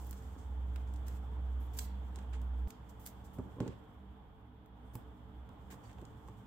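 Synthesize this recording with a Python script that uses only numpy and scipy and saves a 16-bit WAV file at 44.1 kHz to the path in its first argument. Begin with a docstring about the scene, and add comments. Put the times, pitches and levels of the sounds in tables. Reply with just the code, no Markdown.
"""Release paper crackles and snaps over a deep hum as fingers press foam tape onto a card frame.
The paper rustles in strokes, knuckles thump a wooden table and its pad, and two thin squeaks swell up.
The hum cuts out partway, leaving a house motor whirring in the room tone.
Paper is shaped noise, thumps are decaying table modes, the hum is two sines, the room is noise and tones."""
import sys
import numpy as np
from scipy import signal
from scipy.fft import rfft, irfft, next_fast_len
from scipy.io import wavfile
from scipy.ndimage import uniform_filter1d, map_coordinates

SR = 44100
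rng = np.random.default_rng(int(sys.argv[2]) if len(sys.argv) > 2 else 0)


def gain_from_decibels(decibels):
    """Convert decibel values to linear amplitude factors."""
    exponent = np.asarray(decibels, float) / 20
    return 10 ** exponent


def put_to_file(sound):
    """Save the sound as 16-bit audio at rate SR, in the file named by the first command-line argument."""
    columns = np.atleast_2d(sound).T  # one column per channel
    safe = np.clip(columns, -1, 1)
    whole_steps = np.round(safe * 32767)
    wavfile.write(sys.argv[1], SR, whole_steps.astype(np.int16))


N = 284886

# snaps of the paper: start_s, card_db, sheet_db, crackle_db
SNAP_EVENTS = [(0.0463, -63, -67, -53), (0.0677, -72, -69, -46), (0.095, -63, -67, -52),
               (0.11, -56, -48, -39), (0.129, -50, -47, -50), (0.7595, -39.5, -48.5, -52),
               (0.875, -63, -69, -74), (0.938, -62, -52.5, -59), (0.9606, -59, -52, -75),
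               (1.0826, -52, -45.5, -47), (1.774, -53, -48, -57), (1.7883, -39.5, -31, -32.5),
               (1.7913, -43.5, -31, -42.5), (1.7939, -49, -47, -44.5), (2.159, -55, -44.5, -58),
               (2.1872, -47, -52, -80), (2.4166, -62, -57, -55), (2.705, -48, -42.5, -49),
               (3.063, -63, -45, -36.5), (3.0721, -54, -46, -42), (3.3866, -57, -59, -76),
               (3.6032, -41.5, -46, -68), (3.6778, -43.5, -47, -72), (4.66, -62, -72, -64.5),
               (4.9535, -51.5, -49, -41), (5.4909, -56.5, -64, -67), (5.704, -56, -64, -64),
               (5.724, -60, -61, -66), (5.742, -54, -62, -66), (5.898, -60, -69, -75),
               (5.913, -60, -60, -73), (5.93, -58, -60, -73), (5.985, -53, -72, -82),
               (6.015, -57, -59, -71), (6.052, -57, -53, -80), (6.277, -70, -61, -64),
               (6.2853, -52.5, -55.5, -71), (6.296, -68, -67, -81)]
# colour of stiff card: pitch_hz, relative_db
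CARD_COLOUR = [(900, -7.5), (1400, 3.5), (2400, -1), (3500, -4), (5000, -17.5), (9000, -35)]
# colour of a thin sheet: pitch_hz, relative_db
SHEET_COLOUR = [(1500, -34), (3000, -7.5), (4800, -1.5), (6000, -0.5), (7600, 4.5), (9000, -2),
                (10500, -15.5), (15000, -12.5)]
# colour of the tape's release paper: pitch_hz, relative_db
CRACKLE_COLOUR = [(8000, -18), (10500, -5), (11800, -3), (12800, -0.5), (15000, 0.5), (16500, -15)]
CRACK_T60_S, FLUTTER_T60_S, FLUTTER_SHARE = 0.005, 0.026, 0.4  # a snap cracks, then flutters out
SPIKE = 2  # needle-sharp click opening each snap, as a multiple of the snap's level

# faint bed of rubbing: time_s, level_db
RUB_LEVEL = [(0.0, -67), (0.2, -73.5), (0.56, -82.5), (1.06, -80.5), (1.51, -83), (1.75, -78.5),
             (2.79, -85.5), (3.2, -80.5), (3.62, -83), (4.01, -91.5), (4.68, -100), (4.89, -86.5),
             (5.47, -90.5), (5.79, -81), (6.46, -82)]
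# strokes of paper over paper: start_s, end_s, card_db, sheet_db, crackle_db
STROKES = [(-0, 0.137, -87, -93, -73), (0.377, 0.44, -75, -69.5, -94), (0.867, 0.935, -95, -78, -97),
           (1.061, 1.172, -65, -68.5, -70), (1.598, 1.67, -70.5, -83, -69), (1.73, 1.79, -66, -67.5, -65),
           (1.766, 1.857, -78, -57.5, -54.5), (2.144, 2.227, -67, -82, -93),
           (2.327, 2.361, -54, -61.5, -90), (2.674, 2.7, -83, -67, -64), (2.888, 2.902, -84, -63, -65),
           (2.992, 3.08, -74, -73, -65.5), (3.055, 3.086, -61, -53.5, -54), (3.24, 3.267, -88, -67, -69),
           (3.331, 3.362, -74, -75, -66), (3.597, 3.747, -63.5, -78, -104), (4.932, 4.96, -84, -74, -65),
           (5.701, 5.745, -59, -60.5, -63.5), (5.831, 5.886, -69, -72.5, -95), (5.888, 5.92, -64, -78, -93),
           (5.97, 6.013, -72, -90, -98)]
# crackle at middling rubbing, the share of the rubbing's swings it takes, and that middling level
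CRACKLE_DB, CRACKLE_FOLLOWS, RUB_MID_DB = -86, 0.68, -85
# a stroke grips fast, eases off while it runs, and trails away
GRIP_S, EASE_DB, TRAIL_DB_PER_S = 0.0098, 8.5, 695

# thin high squeaks that swell: start_s, end_s, pitch_hz, half_width_hz (to half amplitude), level_db
SQUEAKS = [(4.77, 4.945, 8600, 300, -86), (5.825, 5.872, 4600, 150, -76)]

# knuckle blows: start_s, strength_db, hardness_db_per_octave (tilt of the modes about 250 Hz)
BLOWS = [(0.36, -52, 2), (0.874, -57, -7), (2.17, -54, 6), (3.383, -33, -6.5), (3.394, -42, -1),
         (3.454, -48.5, -3), (3.564, -47, -1), (3.582, -43, -1), (3.602, -27.5, -2), (3.628, -40, 1.5),
         (3.659, -36, -1.5), (3.674, -40, -8.5), (4.9499, -43.5, -10.5), (4.951, -58, 10.5),
         (5.492, -53.5, 5), (5.702, -62, 7), (5.723, -56.5, 8), (5.738, -61, 9), (6.021, -43.5, -2),
         (6.072, -54, -2), (6.282, -59, 11.5), (6.288, -47.5, -3)]
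# modes of the table top: pitch_hz, level_db, t60_s
TABLE_MODES = [(114.9, -3, 0.15), (149, -11, 0.06), (193, -8, 0.11), (235.4, -3, 0.085), (272.7, 3, 0.05),
               (366, -10, 0.014), (394, 0.5, 0.055), (464, -4, 0.07), (574, -9.5, 0.038),
               (857, -5.5, 0.037), (1070, -3.5, 0.022)]
MODE_SCATTER_DB, PITCH_SCATTER = 1.5, .015  # from blow to blow; pitch as a fraction
# colour of the paper pad slapped flat: pitch_hz, relative_db
PAD_COLOUR = [(150, 0.5), (350, 11.5), (900, -8.5), (1600, -21), (3000, -47)]
# puff of the pad under a middling blow, the share of the blow's swings it takes, that middling blow
SLAP_DB, SLAP_FOLLOWS, BLOW_MID_DB = -47, 1, -38.5

# decay of the room's answer: pitch_hz, t60_s
WALL_DECAY = [(150, 0.31), (1500, 0.97), (6000, 0.28), (15000, 0.2)]

# the hum swells and sinks: time_s, level_db
DRONE_LEVEL = [(0.0, -46.5), (0.04, -42), (0.14, -44.5), (0.2, -51), (0.29, -44), (0.38, -56),
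               (0.47, -41.5), (0.61, -37.5), (1.13, -40.5), (1.27, -43), (1.41, -37), (1.58, -36),
               (1.69, -42.5), (2.0, -40.5), (2.24, -46), (2.33, -38.5), (2.62, -36), (2.66, -36)]
DRONE_HZ, DRONE_STOP_S = 63.95, 2.6748
SAG_AT_S, SAG_HZ, SAG_S = 2.25, 1.45, 0.079  # the pitch sags a little before the end
# a weaker tone joins above it and fades
UPPER_HZ, UPPER_FROM_S, UPPER_RISE_S, UPPER_DB, UPPER_FADE_DB_PER_S = 80.4, 0.16, .1, -50, 5
# fainter, wavering hum left once the drone stops: pitch_hz, half_width_hz (to half amplitude), level_db
LEFTOVER_HUM = (64.2, 5, -55)

# swing of the room's air: time_s, level_db
AIR_LEVEL = [(0.0, -58.5), (2.55, -58), (2.75, -61), (3.6, -59.5), (4.53, -64.5), (5.0, -61), (5.6, -60.5),
             (6.0, -59.5), (6.46, -61)]
# colour of the house rumble: pitch_hz, relative_db
RUMBLE_COLOUR = [(20, -31), (32, -20.5), (40, -8), (52, -20.5), (61, -8.5), (72, -9.5), (90, -12.5),
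                 (113, -2.5), (135, -18), (180, -19.5), (260, -68.5)]
# colour of the air: pitch_hz, relative_db
AIR_COLOUR = [(90, -40), (150, -5.5), (300, -12), (450, -12.5), (600, -15), (850, -9), (1100, -15),
              (1500, -20), (2000, -27), (2700, -32), (3000, -27.5), (3350, -24.5), (3650, -30), (3900, -39),
              (4300, -41.5), (6000, -51.5), (8000, -55), (10000, -59), (12500, -48), (16500, -59)]
# motor tones: pitch_hz, half_width_hz (to half amplitude), level_db
MOTOR_TONES = [(147.2, 4.5, -70.5), (196.4, 7, -63.5), (247, 5.4, -67.5), (300, 11, -68),
               (439.7, 10, -70.5)]
# stereo correlation of the room: pitch_hz, likeness (held within -1..1)
LIKENESS = [(60, 1), (180, 0.61), (550, 0.51), (1650, 0.1), (4970, -0.11), (15000, -2.1)]
# mean rumble level; share of the air's swings in rumble and in motor
RUMBLE_DB, RUMBLE_FOLLOWS, WHIR_FOLLOWS = -57.5, 0.94, 0.76

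# colour of the microphone's hiss: pitch_hz, relative_db
HISS_COLOUR = [(3000, -11), (7500, -8), (9000, -3.5), (11000, -1.5), (12500, 12.5), (16000, 0)]
HISS_DB = -95  # steady, ahead of the port trim
TOP_HZ, EDGE_HZ = 15960, 100  # band limit and the width of its slope


def unit(x):
    """Scaled to rms 1."""
    return x / np.sqrt(np.mean(x ** 2) + 1e-20)


def along(points, hz):
    """(Hz, value) points read on a log frequency axis."""
    f, v = np.transpose(points)
    return np.interp(np.log(hz + 1), np.log(f + 1), v)


def curves(rows):
    """One value per sample for each column after the time."""
    s, *cols = np.transpose(rows)
    return [np.interp(np.arange(N) / SR, s, c) for c in cols]


def wobble(rate):
    """A smooth random curve, rate knots a second (40 at most)."""
    knots = rng.standard_normal(int(N * 40 / SR) + 4)
    return map_coordinates(knots, [np.arange(N) * min(rate, 40) / SR])


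def filtered(x, response):
    """x times a response of frequency."""
    m = next_fast_len(N + 8192)
    return irfft(rfft(x, m) * response(np.fft.rfftfreq(m, 1 / SR)), m)[..., :N]


def coloured(x, spectrum):
    """x through a spectrum that keeps the rms of white noise."""
    return filtered(x, lambda hz: unit(gain_from_decibels(along(spectrum, hz))))


def patchy(count, patchy_db):
    """Noise channels that share patches of random gain in time and frequency."""
    z = signal.stft(rng.standard_normal((count, N)), nperseg=512)[2]
    field = uniform_filter1d(rng.standard_normal(z.shape[1:]), size=6, axis=0)
    field = uniform_filter1d(field, size=8, axis=1)
    return signal.istft(z * gain_from_decibels(patchy_db * unit(field)), nperseg=512)[1][:, :N]


def snaps():
    """Each snap is a sharp burst that shakes card, sheet and release paper in its own proportions."""
    bursts = np.zeros((3, 2, N + SR))
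    t = np.arange(SR // 5) / SR
    for start, *dbs in SNAP_EVENTS:
        decay = gain_from_decibels(-60 * t / CRACK_T60_S) + FLUTTER_SHARE * gain_from_decibels(-60 * t / FLUTTER_T60_S)
        shape = decay * (1 - np.exp(-t / 0.00079))
        # it tears in uneven grains
        shape = shape * gain_from_decibels(2.6 * np.repeat(rng.standard_normal(len(t) // 30), 30))
        # the two microphone ports hear a snap partly alike, a few samples apart
        shared = rng.standard_normal((3, 1, len(t)))
        own = rng.standard_normal((3, 2, len(t)))
        shared = np.concatenate([np.roll(shared, rng.integers(2, 6), axis=2), shared], axis=1)
        burst = gain_from_decibels(dbs)[:, None, None] * shape * (0.21 * shared + 0.84 * own)
        bursts[..., round(start * SR):][..., :len(t)] += burst
        click_at = round((start + .0004) * SR) + rng.integers(0, 5, size=2)
        bursts[:, [0, 1], click_at] += SPIKE * gain_from_decibels(dbs)[:, None] * rng.choice([-1, 1])
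    colours = (CARD_COLOUR, SHEET_COLOUR, CRACKLE_COLOUR)
    return sum(coloured(b[:, :N], colour) for b, colour in zip(bursts, colours))


def rustle():
    """Skin and paper slide in clumps of tiny grains riding on noise: a faint bed and distinct strokes."""
    t = np.arange(N) / SR
    rub_db, = curves(RUB_LEVEL)
    crackle_db = CRACKLE_DB + CRACKLE_FOLLOWS * (rub_db - RUB_MID_DB)
    levels = np.array([np.zeros(N), gain_from_decibels(rub_db), gain_from_decibels(crackle_db)])  # card, sheet, crackle
    for start, end, *dbs in STROKES:
        grip = np.clip((t - start) / GRIP_S, 0, 1)
        ease_db = EASE_DB * np.clip((t - start) / (end - start), 0, 1)
        trail_db = TRAIL_DB_PER_S * np.maximum(t - end, 0)
        levels += gain_from_decibels(dbs)[:, None] * grip * gain_from_decibels(-ease_db - trail_db)
    # about one sample in fifty stands out as a grain
    grains = 1 + 2.8 * rng.random(N) * (rng.random(N) < .02)
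    grit = patchy(count=6, patchy_db=0.5).reshape(3, 2, N) * gain_from_decibels(1.5 * wobble(39)) * grains
    colours = (CARD_COLOUR, SHEET_COLOUR, CRACKLE_COLOUR)
    return sum(level * unit(coloured(g, colour)) for level, g, colour in zip(levels, grit, colours))


def squeaks():
    """Narrow noise that swells towards its end and stops."""
    t, out = np.arange(N) / SR, np.zeros((2, N))
    for start, end, hz, width, db in SQUEAKS:
        noise = rng.standard_normal((2, N))
        band = unit(filtered(noise, lambda f: 1 / (1 + ((f - hz) / width) ** 4)))
        out += gain_from_decibels(db) * band * np.clip((t - start) / (end - start), 0, 1) * (t < end)
    return out


def thumps():
    """Soft blows ring the table top and puff the pad; a softer contact favours the low modes."""
    out, puffs = np.zeros(N + SR), np.zeros(N + SR)
    t = np.arange(SR // 3) / SR
    for start, db, tilt_db in BLOWS:
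        ring = np.zeros(len(t))
        for k, (hz, level_db, t60) in enumerate(TABLE_MODES):
            scatter, detune = rng.standard_normal(2)
            mode_db = level_db + MODE_SCATTER_DB * scatter + tilt_db * np.log2(hz / 250)
            sign = (-1) ** (k // 2 + 1)
            tone = np.sin(2 * np.pi * hz * (1 + PITCH_SCATTER * detune) * t)
            ring += sign * gain_from_decibels(mode_db - 60 * t / t60) * tone
        ring_at = round((start + .0015) * SR)
        out[ring_at:][:len(t)] += gain_from_decibels(db) * ring * (1 - np.exp(-t / 0.0041))
        puff_db = SLAP_DB + SLAP_FOLLOWS * (db - BLOW_MID_DB) - 60 * t / 0.1
        puffs[round(start * SR):][:len(t)] += gain_from_decibels(puff_db) * (1 - np.exp(-t / 0.00079))
    return out[:N] + puffs[:N] * coloured(rng.standard_normal(N), PAD_COLOUR)


def walls(x):
    """The room answers with a noise tail in which each frequency dies at its own speed."""
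    hz, t, z = signal.stft(rng.standard_normal((2, SR // 2)), SR, nperseg=256)
    decay = gain_from_decibels(-60 * t / along(WALL_DECAY, hz)[:, None])
    tail = signal.istft(z * decay, SR, nperseg=256)[1]
    late = np.pad(x, (250, 0))[None]  # the answer starts 250 samples later
    return signal.fftconvolve(late, tail / np.linalg.norm(tail[0]), axes=1)[:, :N]


def drone():
    """A deep steady tone and a weaker one above beat together, then stop dead in mid-swing."""
    t = np.arange(N) / SR
    level_db, = curves(DRONE_LEVEL)
    sag_hz = SAG_HZ * np.clip((t - SAG_AT_S) / SAG_S, 0, 1)
    turns = np.cumsum(DRONE_HZ - sag_hz + 0.15 * wobble(9.95)) / SR
    turns += .94 - turns[round(DRONE_STOP_S * SR)]  # sets where in its cycle the tone is cut
    deep = gain_from_decibels(level_db) * np.sin(2 * np.pi * turns)
    upper_db = UPPER_DB - UPPER_FADE_DB_PER_S * t + 1.7 * wobble(17)
    upper = gain_from_decibels(upper_db) * np.sin(2 * np.pi * np.cumsum(UPPER_HZ + 0.45 * wobble(5.4)) / SR)
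    upper *= np.clip((t - UPPER_FROM_S) / UPPER_RISE_S, 0, 1) * np.clip((DRONE_STOP_S - t) / .03, 0, 1)
    cut = np.clip((DRONE_STOP_S - t) / 0.000074, 0, 1)
    return np.sqrt(2) * (deep + upper) * cut


def rush(spectrum, patchy_db):
    """Stereo noise of rms 1 whose mid and side shares set how alike the ears are at each frequency."""
    def shares(hz):
        turn = np.arccos(np.clip(along(LIKENESS, hz), -1, 1)) / 2
        return gain_from_decibels(along(spectrum, hz)) * [np.cos(turn), np.sin(turn)]
    mid, side = filtered(patchy(count=2, patchy_db=patchy_db), shares)
    return unit(np.array([mid + side, mid - side]))


def unsteady_tone(hz, width):
    """Noise of rms 1 through a narrow resonance, heard as a wavering pitch."""
    return unit(filtered(rng.standard_normal(N), lambda f: 1 / (1 + ((f - hz) / width) ** 2)))


def room_tone():
    """House rumble, airy noise and the slightly unsteady tones of a motor rise and sink with the air."""
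    t = np.arange(N) / SR
    air_db, = curves(AIR_LEVEL)
    swing_db = air_db - air_db.mean()
    tones = np.zeros(N)
    for hz, width, db in MOTOR_TONES:
        tones += gain_from_decibels(db) * (unsteady_tone(hz, width) + 0.4 * np.sin(2 * np.pi * hz * t))
    hz, width, db = LEFTOVER_HUM
    tones += gain_from_decibels(db) * unsteady_tone(hz, width) * np.clip((t - DRONE_STOP_S) / .1, 0, 1)
    air = gain_from_decibels(air_db + .6 * wobble(12)) * rush(AIR_COLOUR, patchy_db=.8)
    rumble = gain_from_decibels(RUMBLE_DB + RUMBLE_FOLLOWS * swing_db) * rush(RUMBLE_COLOUR, patchy_db=0.03)
    return rumble + air + gain_from_decibels(WHIR_FOLLOWS * swing_db) * tones


def scene():
    """Hands at the table in a small room."""
    clicks, knocks = snaps(), thumps()
    paper = clicks + gain_from_decibels(-9.5) * walls(clicks[0]) + rustle() + squeaks()
    paper = paper * gain_from_decibels([[-.4], [.4]])  # the paper lies slightly to the right
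    return paper + knocks + gain_from_decibels(-11.5) * walls(knocks) + drone() + room_tone()


def low_pass(x):
    """Removes everything above the highest recorded frequency."""
    return signal.sosfilt(signal.butter(12, 16850, fs=SR, output="sos"), x)


def record(dry):
    """The microphone adds hiss and drops 60 dB past its band limit; its right port is more sensitive."""
    hissy = dry + gain_from_decibels(HISS_DB) * coloured(rng.standard_normal(dry.shape), HISS_COLOUR)
    limited = filtered(hissy, lambda hz: np.clip((TOP_HZ - hz) / EDGE_HZ, .001, 1))
    return low_pass(limited * gain_from_decibels([[-1.3], [1.2]]))


dry = scene()
out = record(dry)
put_to_file(out)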